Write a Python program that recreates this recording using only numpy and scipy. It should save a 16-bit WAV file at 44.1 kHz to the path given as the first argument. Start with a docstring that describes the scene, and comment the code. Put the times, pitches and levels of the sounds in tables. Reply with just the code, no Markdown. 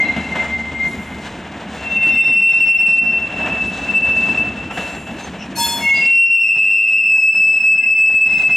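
"""A rail yard: a slow freight train is pushed through the curves, with a diesel throbbing far off.
Coloured noise makes the wagons rumble and scrape; short noise bursts are their clanks and thuds.
Wheels creep sideways and sing as spread tones; one screeches in many modes, flanges ring and hiss.
A fast limiter pushes the rumble down whenever a squeal swells."""
import sys
import numpy as np
from scipy.fft import rfft, irfft, next_fast_len
from scipy.io import wavfile
from scipy.ndimage import uniform_filter1d, minimum_filter1d, map_coordinates

SR = 44100
rng = np.random.default_rng(int(sys.argv[2]) if len(sys.argv) > 2 else 0)


def master(y):
    """Save y as 16-bit WAV."""
    cut = np.clip(np.atleast_2d(y).T, -1, 1)
    pcm = np.round(cut * 32767)  # scale
    wavfile.write(sys.argv[1], SR, pcm.astype(np.int16))


N = 377496
TOP_HZ = 15600  # upper band limit

# noise colour of the wagon bodies: (frequency [Hz], density [dB per Hz])
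RUMBLE_SPECTRUM = [(15, -69), (25, -36), (41, -23), (59, -5), (75, -4), (112, -9), (150, -4.5), (195, 2),
                   (280, -2.5), (350, -8), (450, -11.5), (600, -37.5), (1000, -100)]
# noise colour of the wheels: (frequency [Hz], density [dB per Hz])
ROAR_SPECTRUM = [(250, -16.5), (400, -7.5), (520, -1), (720, 2.5), (850, -1.5), (940, -1), (1100, -6),
                 (1400, -5.5), (1680, -3), (2100, -7.5), (2900, -7), (3600, -17), (4500, -50)]
# noise colour of the rails: (frequency [Hz], density [dB per Hz])
HISS_SPECTRUM = [(2500, -16), (3400, 5.5), (4000, 5.5), (4500, -1), (5500, -2), (7300, -2), (8500, -8.5),
                 (10000, -18), (13000, -30), (15500, -27.5)]


def amp(db):
    """Decibels to gain."""
    return 10 ** (np.asarray(db) / 20)


def unit(x):
    """Scale to rms 1."""
    return x / np.sqrt(np.mean(np.abs(x) ** 2) + 1e-20)


def along(points, hz):
    """Read (Hz, value) points on a log frequency axis."""
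    f, v = np.transpose(points)
    return np.interp(np.log(hz + 1), np.log(f + 1), v)


def curves(rows, t):
    """Each column after the time, read at the times t."""
    s, *cols = np.transpose(rows)
    return [np.interp(t, s, c) for c in cols]


def span(start_s, end_s):
    """The sample times between two moments."""
    return np.arange(max(0, int(start_s * SR)), min(N, int(end_s * SR))) / SR


def add(out, t, x):
    """Mix x into out at the times t."""
    out[..., round(t[0] * SR):][..., :len(t)] += x


def wobble(t, rate_hz):
    """A random curve with rate_hz knots a second, joined by cubic splines."""
    knots = rng.standard_normal(int(N * rate_hz / SR) + 4)
    coarse = t[::32]
    return np.interp(t, coarse, map_coordinates(knots, [coarse * rate_hz], mode="nearest"))


def filtered(x, response):
    """Multiply the spectrum of x by a response of frequency."""
    m = next_fast_len(N + SR // 10, True)
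    return irfft(rfft(x, m) * response(np.fft.rfftfreq(m, 1 / SR)), m)[..., :N]


def ports(pair, side_db):
    """Left and right: a shared signal plus and minus a second, weaker one."""
    mid, side = pair[0], amp(side_db) * pair[1]
    return np.array([mid + side, mid - side])


def rush(spectrum, side_db):
    """Stereo noise of rms 1 with the given colour."""
    noise = filtered(rng.standard_normal((2, N)), lambda hz: amp(along(spectrum, hz)))
    return unit(ports(noise, side_db))


def scatter(t, width_hz, steady):
    """Complex gain of a tone over many moving paths: a steady share of the power, the rest fading."""
    grid_hz = 4000
    age = t - t[0]
    hz = np.fft.fftfreq(2 ** int(np.ceil(np.log2((age[-1] + 1) * grid_hz))), 1 / grid_hz)
    line_shape = 1 / (1 + (hz / width_hz) ** 2) / np.sqrt(1 + (hz / (5.1 * width_hz)) ** 2)
    white = rng.standard_normal((2, len(hz), 2)) @ [1, 1j]
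    paths = unit(np.fft.ifft(np.fft.fft(white) * line_shape))
    steady = np.clip(steady, 0, 1)
    gain = np.sqrt(steady) + np.sqrt(1 - steady) * ports(paths, side_db=-14)
    return np.array([np.interp(age * grid_hz, np.arange(len(hz)), g) for g in gain])


def tone(t, cycles, width_hz, steady):
    """A fading sine of nominal rms 1 that follows a running count of cycles."""
    return np.sqrt(2) * np.real(scatter(t, width_hz, steady) * np.exp(2j * np.pi * cycles))


def swell(t, rise_s, t60_s, hold_s=0, growth=1):
    """An envelope that grows as a power of time, holds, then decays exponentially."""
    age = t - t[0]
    ringing_s = np.maximum(age - rise_s - hold_s, 0)
    return np.minimum(age / rise_s, 1) ** growth * amp(-60 * ringing_s / t60_s)


def diesel():
    """The firing note of distant locomotives and its third harmonic, mono."""
    # (time [s], firing rate [Hz], level [dB])
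    firing = [(0, 78.05, -40), (0.7, 75.34, -38.5), (1.3, 76.94, -49), (2.1, 71.7, -44), (2.6, 73.1, -54),
              (4.5, 67.83, -47), (8.56, 70.1, -52)]
    t = np.arange(N) / SR
    hz, db = curves(firing, t)
    cycles = np.cumsum(hz) / SR
    note = tone(t, cycles, width_hz=4, steady=0.89)
    third = tone(t, 3 * cycles, width_hz=6, steady=0.93)
    return amp(db) * (note + amp(-1) * third).mean(axis=0)


def rolling():
    """Rough treads shake wagon bodies, wheels and rails; treads scrubbing the rail lift roar and hiss."""
    # wagon rumble: (time [s], level [dB])
    roll = [(0, -28), (0.6, -34), (1.3, -33), (2.2, -34), (2.6, -31), (3.0, -36), (3.35, -32),
            (4.45, -30.5), (4.8, -35), (6.0, -32.5), (6.35, -37), (6.7, -33.5), (7.1, -38.5), (7.5, -31),
            (7.9, -33.5), (8.56, -38.5)]
    # scrubs, about two a second: (start [s], length [s], roar [dB], hiss [dB])
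    scrapes = [(0.037, 0.91, -54, -47), (0.328, 0.24, -28, -47.5), (0.81, 0.25, -42.5, -47.5),
               (1.17, 0.29, -38, -45), (1.67, 0.37, -33.5, -43.5), (2.012, 0.2, -32, -42.5),
               (2.398, 0.44, -34.5, -42.5), (2.846, 0.2, -41, -43.5), (3.223, 0.36, -34, -48.5),
               (3.395, 0.27, -27.5, -47.5), (3.563, 0.52, -40.5, -42.5), (4.146, 0.33, -32, -41),
               (4.723, 0.33, -31, -41.5), (5.158, 0.21, -37, -43.5), (5.896, 0.36, -38, -37),
               (6.53, 0.54, -39.5, -38.5), (7.328, 0.48, -36, -40.5), (8.061, 0.65, -36.5, -41.5)]
    roar_rel_db, hiss_rel_db = -1.5, -16  # between scrapes, relative to the rumble
    skew = 0.65  # under 1, a scrape rises faster than it falls
    t = np.arange(N) / SR
    roll_db, = curves(roll, t)
    roar_power = amp(roll_db + roar_rel_db) ** 2
    hiss_power = amp(roll_db + hiss_rel_db) ** 2
    for s, length_s, roar_db, hiss_db in scrapes:
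        during = span(s, s + length_s)
        arch = np.sin(np.pi * ((during - during[0]) / length_s) ** skew)
        add(roar_power, during, (amp(roar_db) * arch) ** 2)
        add(hiss_power, during, (amp(hiss_db) * arch) ** 2)
    rattle = wobble(t, 35)  # shared level flutter of roar and hiss
    rumble = amp(roll_db + 1.5 * wobble(t, 16)) * rush(RUMBLE_SPECTRUM, side_db=-33.5)
    roar = np.sqrt(roar_power) * amp(1.6 * rattle) * rush(ROAR_SPECTRUM, side_db=-30.5)
    hiss_gain = np.sqrt(hiss_power) * amp(1.4 * rattle + 1.2 * wobble(t, 90))
    hiss = hiss_gain * rush(HISS_SPECTRUM, side_db=-24)
    return rumble + roar + hiss


def knocks():
    """Blows clank in the running gear and thud in the empty wagons; lighter ones fall at random."""
    # wheels over joints, couplers taking up slack: (time [s], clank [dB], thud [dB])
    blows = [(.16, -25.5, -21.5), (.35, -23.5, -37.5), (.42, -28.5, -40), (.713, -41.5, -39),
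             (2.063, -28, -23.5), (2.1, -25.5, -36), (2.268, -30.5, -25), (3.123, -34.5, -41),
             (3.455, -25, -38), (3.52, -30, -28), (4.083, -32.5, -40.5), (4.28, -27, -30),
             (4.704, -26, -43), (4.77, -24, -38), (6.023, -31, -31.5), (6.556, -24.5, -25),
             (7.34, -24, -42), (7.744, -23, -29.5), (8.093, -19.5, -25.5), (8.485, -29, -30.5)]
    clank, thud = np.zeros(N), np.zeros(N)
    light = [(when * (N / SR - .1), -38 + 6 * force, -38 + 6 * weight)
             for when, force, weight in rng.random(size=(36, 3))]
    for s, clank_db, thud_db in [*blows, *light]:
        t = span(s, s + .4)
        add(clank, t, amp(clank_db) * swell(t, rise_s=0.0063, t60_s=0.13))
        add(thud, t, amp(thud_db) * swell(t, rise_s=0.0071, t60_s=.22))
    gear = rush(ROAR_SPECTRUM, side_db=-27.5) + amp(-16.5) * rush(HISS_SPECTRUM, side_db=-14.5)
    return clank * gear + thud * rush(RUMBLE_SPECTRUM, side_db=-36.0)


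def squeaks():
    """Here and there a tread or a spring squeaks and rings out as one spread tone."""
    # (time [s], pitch [Hz], level [dB], rise [s], t60 [s], line width [Hz])
    chirps = [(0, 3990, -39.5, 0.0068, 1.3, 87), (0.38, 7250, -51, 0.063, 0.48, 60),
              (0.722, 7800, -55, .04, 0.3, 69), (1.88, 6200, -50, 0.03, .8, 30),
              (1.88, 7200, -51, 0.03, .6, 21.3), (1.83, 3610, -34.5, 0.5, 1.6, 7.3),
              (2.1, 8620, -58.5, 0.076, 1.2, 27), (3.662, 10240, -49, 0.012, 0.22, 100),
              (4.699, 1340, -29, .012, 0.13, 17), (4.699, 2860, -37, 0.037, 0.44, 200),
              (4.8, 7460, -46, 0.11, 1.45, 5.5), (5.18, 6330, -37, 0.064, 0.12, 28),
              (5.38, 2665, -32.5, .045, .2, 270), (5.38, 5540, -41, 0.048, 0.18, 400),
              (5.93, 4850, -27, 0.042, 0.66, 23), (6.529, 762, -37.5, 0.16, 1.5, 10),
              (7.131, 916, -35.5, 0.044, 0.59, 12), (7.13, 1640, -36.5, 0.034, 1, 19),
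              (7.13, 6000, -41, 0.036, 0.5, 15), (7.77, 1645, -36.5, 0.022, 0.78, 19)]
    out = np.zeros((2, N))
    for s, hz, db, rise_s, t60_s, width_hz in chirps:
        t = span(s, s + 1)
        add(out, t, amp(db) * swell(t, rise_s, t60_s) * tone(t, hz * t, width_hz, steady=.1))
    return out


def flanges():
    """Flanges grazing the rail hiss and ring high modes, a few strong ones among many faint ones."""
    # (time [s], rise [s], ring t60 [s], ring [dB], hiss [dB], pitch ratio of the strong modes)
    grazes = [(0.8, 0.099, 1.4, -52.5, -56, 1.035), (1.732, 0.017, .5, -65, -53, .96),
              (4.7, .06, 2, -51, -56, 1.005), (5.18, 0.025, 0.42, -68, -54, 1.1),
              (5.554, 0.014, 1, -42, -39, 1), (7.135, .04, .6, -44, -51, .92)]
    # strong modes: (frequency [Hz], level [dB])
    strong_modes = [(5728, -7), (6616, -1.5), (6700, -8.5), (7343, -1), (7640, -8.5), (8662, -5.5),
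                    (9415, -11), (9750, -14), (10444, -7), (11364, -12), (11640, -16), (12450, -17),
                    (12839, -16), (13550, -10), (13991, -20)]
    # (frequency [Hz], density [dB per Hz])
    hiss_spectrum = [(2000, -15), (3500, 4.5), (7000, -5.5), (10000, -3), (14300, -17.5), (15500, -35)]
    out, hiss = np.zeros((2, N)), rush(hiss_spectrum, side_db=-14)
    for s, rise_s, t60_s, ring_db, hiss_db, ratio in grazes:
        t = span(s, s + 1)
        ring = sum(amp(db) * tone(t, ratio * hz * t, width_hz=7.4, steady=0.44)
                   for hz, db in strong_modes)
        for hz in rng.uniform(5500, 15000, size=40):
            ring += amp(-11.0 + along(hiss_spectrum, hz)) * np.sin(2 * np.pi * hz * t)
        add(out, t, amp(ring_db) * swell(t, rise_s, t60_s) * ring)
        hiss_part = hiss[:, round(t[0] * SR):][:, :len(t)]
        add(out, t, amp(hiss_db) * swell(t, rise_s, t60_s * .5) * hiss_part)
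    return out


def screech():
    """A wheel breaks loose in many modes, one soon after another; the high ones die away sooner."""
    # (frequency [Hz], level [dB], late entry [s])
    wheel_modes = [(930, -21, 0.016), (1680, -37, 0), (2140, -42, 0.02), (2519, -35, 0), (2660, -35, 0.015),
                   (2840, -44, 0.02), (3413, -21.5, 0.042), (3677, -44, 0.01), (4344, -25, 0),
                   (5276, -25.5, 0.004), (6196, -31, 0), (7165, -28.5, 0.015), (8096, -29.5, 0.012),
                   (9055, -33.5, 0), (9087, -35.5, 0), (10018, -38, 0.012), (10051, -41, 0.012),
                   (11025, -41.5, 0), (11633, -51, 0), (11956, -42, 0.012), (11999, -36.5, 0.012),
                   (12931, -32, 0.004), (12974, -40, 0.004), (13943, -43, 0.028), (14863, -48, 0.012)]
    start_s, rise_s, hold_s, t60_s = 5.553, 0.058, 0.019, 1.06
    gain_db, halo_db = -0.5, -14
    damp_db_per_s = 29  # extra decay at TOP_HZ, in proportion below
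    out = np.zeros((2, N))
    for hz, mode_db, late_s in wheel_modes:
        s = start_s + late_s
        t = span(s, s + t60_s)
        ringing_s = np.maximum(t - s - rise_s - hold_s, 0)
        level = amp(gain_db + mode_db - damp_db_per_s * ringing_s * hz / TOP_HZ)
        # a sharp line with a rough halo from the slipping contact
        line = tone(t, hz * t, width_hz=4 + hz * 0.0041, steady=0.72)
        halo = tone(t, hz * t, width_hz=12 + hz * 0.0055, steady=0)
        envelope = swell(t, rise_s, t60_s, hold_s, growth=0.53)
        add(out, t, level * envelope * (line + amp(halo_db) * halo))
    return out


def squeals():
    """Stick-slip keeps a wheel mode singing: it grows, sags, rings out; harder slip lifts overtones."""
    # lower mode near 2100 Hz or upper one near 2700 Hz: (start [s], rise [s], hold [s], t60 [s],
    # level [dB], sag [dB per s], pitch [Hz], steady power share [0-1], overtones [dB])
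    songs = [(0, 0.0034, 0.065, 0.78, -15, 4, 2104, 0.3, -3.5),
             (0, 0.0086, 0.24, 1.6, -35, 11, 2690, 0.3, -14),
             (0.149, 0.15, 0.55, 1.95, -23.5, 12.5, 2095, 0.35, -2),
             (0.729, 0.11, 0.035, 0.4, -18, 4, 2110, 0.73, 0),
             (1.68, 0.35, 0.67, 1.7, -33, 3.5, 2124, 0.43, -2),
             (1.73, 0.66, 0.36, 1.57, -4, -4, 2698, 0.44, -2.5),
             (3.192, 0.25, 0.24, 1.04, -22.5, 1.5, 2647, 0.58, 1),
             (3.727, 0.21, 0.46, 0.65, -13.5, 5.5, 2657, 0.54, -5.5),
             (4.455, 0.16, 0.22, 1.96, -28, 7, 2668, 0.6, -1),
             (5.787, 0.13, 0.011, 0.74, -8.5, 6.5, 2179, 0.84, -1.5),
             (5.777, 0.13, 0.07, 0.7, -17.5, 3.5, 2747, 0.3, -5),
             (5.93, 0.3, 0.79, 0.49, 6, 15.5, 2719, 0.72, -3.5),
             (6.181, 0.33, 0.63, 0.82, -2, 0, 2615, 0.58, 0.5),
             (6.298, 0.21, 0.5, 1.7, -37, -1, 2070, 0.4, -6),
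             (6.978, 0.27, 0.28, 1.1, 5.5, 13.5, 2617, 0.5, 5),
             (7.449, 0.15, 0.5, 2.2, 1, 0, 2615, 0.32, -1.5),
             (7.727, 0.09, 0.83, 1.4, -33, 7.5, 2084, 0.5, -1)]
    # overtones from twice the pitch upward: level [dB]
    overtones = [-31.5, -39, -58.5, -57, -64]
    growth = 1.75  # build-up as this power of time
    width_hz, flutter_hz, drift_hz = 20.7, 1.8, 3.034  # path spread; quick, slow pitch change
    bright_db_per_db = 0.11  # extra overtone growth with the squeal
    out = np.zeros((2, N))
    for s, rise_s, hold_s, t60_s, db, sag, hz, steady, bright_db in songs:
        t = span(s, s + rise_s + hold_s + t60_s)
        sagging_db = db - sag * np.clip(t - s - rise_s, 0, hold_s)
        level = amp(sagging_db) * swell(t, rise_s, t60_s, hold_s, growth)
        pitch_hz = hz + flutter_hz * wobble(t, 25) + drift_hz * wobble(t, 3)
        cycles = np.cumsum(pitch_hz) / SR
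        hardness = amp(bright_db) * level ** bright_db_per_db
        voice = tone(t, cycles, width_hz, steady)
        for k, overtone_db in enumerate(overtones, 2):
            overtone = tone(t, k * cycles, width_hz * k * 0.91, steady=0.13)
            voice += hardness * amp(overtone_db) * overtone
        add(out, t, level * voice)
    return out


def scene():
    """All wheels over the rolling train and the far diesel."""
    return diesel() + rolling() + knocks() + squeaks() + flanges() + screech() + squeals()


def limiter(x, ceiling_db, knee, release_db_per_s):
    """The gain falls at once on a peak and climbs back at a fixed rate in dB."""
    peak = -minimum_filter1d(-np.abs(x).max(axis=0), size=64)
    over_db = 20 * np.log10(1 + (peak / amp(ceiling_db)) ** knee) / knee
    ramp_db = release_db_per_s * np.arange(N) / SR
    held_db = np.maximum.accumulate(over_db + ramp_db) - ramp_db
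    return x * amp(-uniform_filter1d(held_db, size=48))


def saturate(x, top, hardness):
    """After the limiter, the recorder rounds off the highest crests, which adds odd overtones."""
    return x / (1 + np.abs(x / top) ** hardness) ** (1 / hardness)


def record(dry):
    """Two close microphone ports, a fast limiter, slight overload and a band limit."""
    # port balance: (frequency [Hz], left minus right [dB])
    balance = [(100, 0.57), (1000, -0.57), (2100, 1.65), (2700, 1.2), (4400, 3), (8000, 0), (13000, 2.5)]
    left_lead_s = 1.05e-5  # the left port hears the train first
    sides = np.array([[1], [-1]]) / 2

    def port_response(hz):
        return amp(sides * along(balance, hz)) * np.exp(2j * np.pi * hz * sides * left_lead_s)

    def lowpass(hz):
        return 1 / np.sqrt(1 + (hz / TOP_HZ) ** 160)

    heard = filtered(dry, port_response)
    held = limiter(heard, ceiling_db=-6.5, knee=7.8, release_db_per_s=134.0)
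    return filtered(saturate(held, top=0.47, hardness=5.06), lowpass)


dry = scene()
out = record(dry)
master(out)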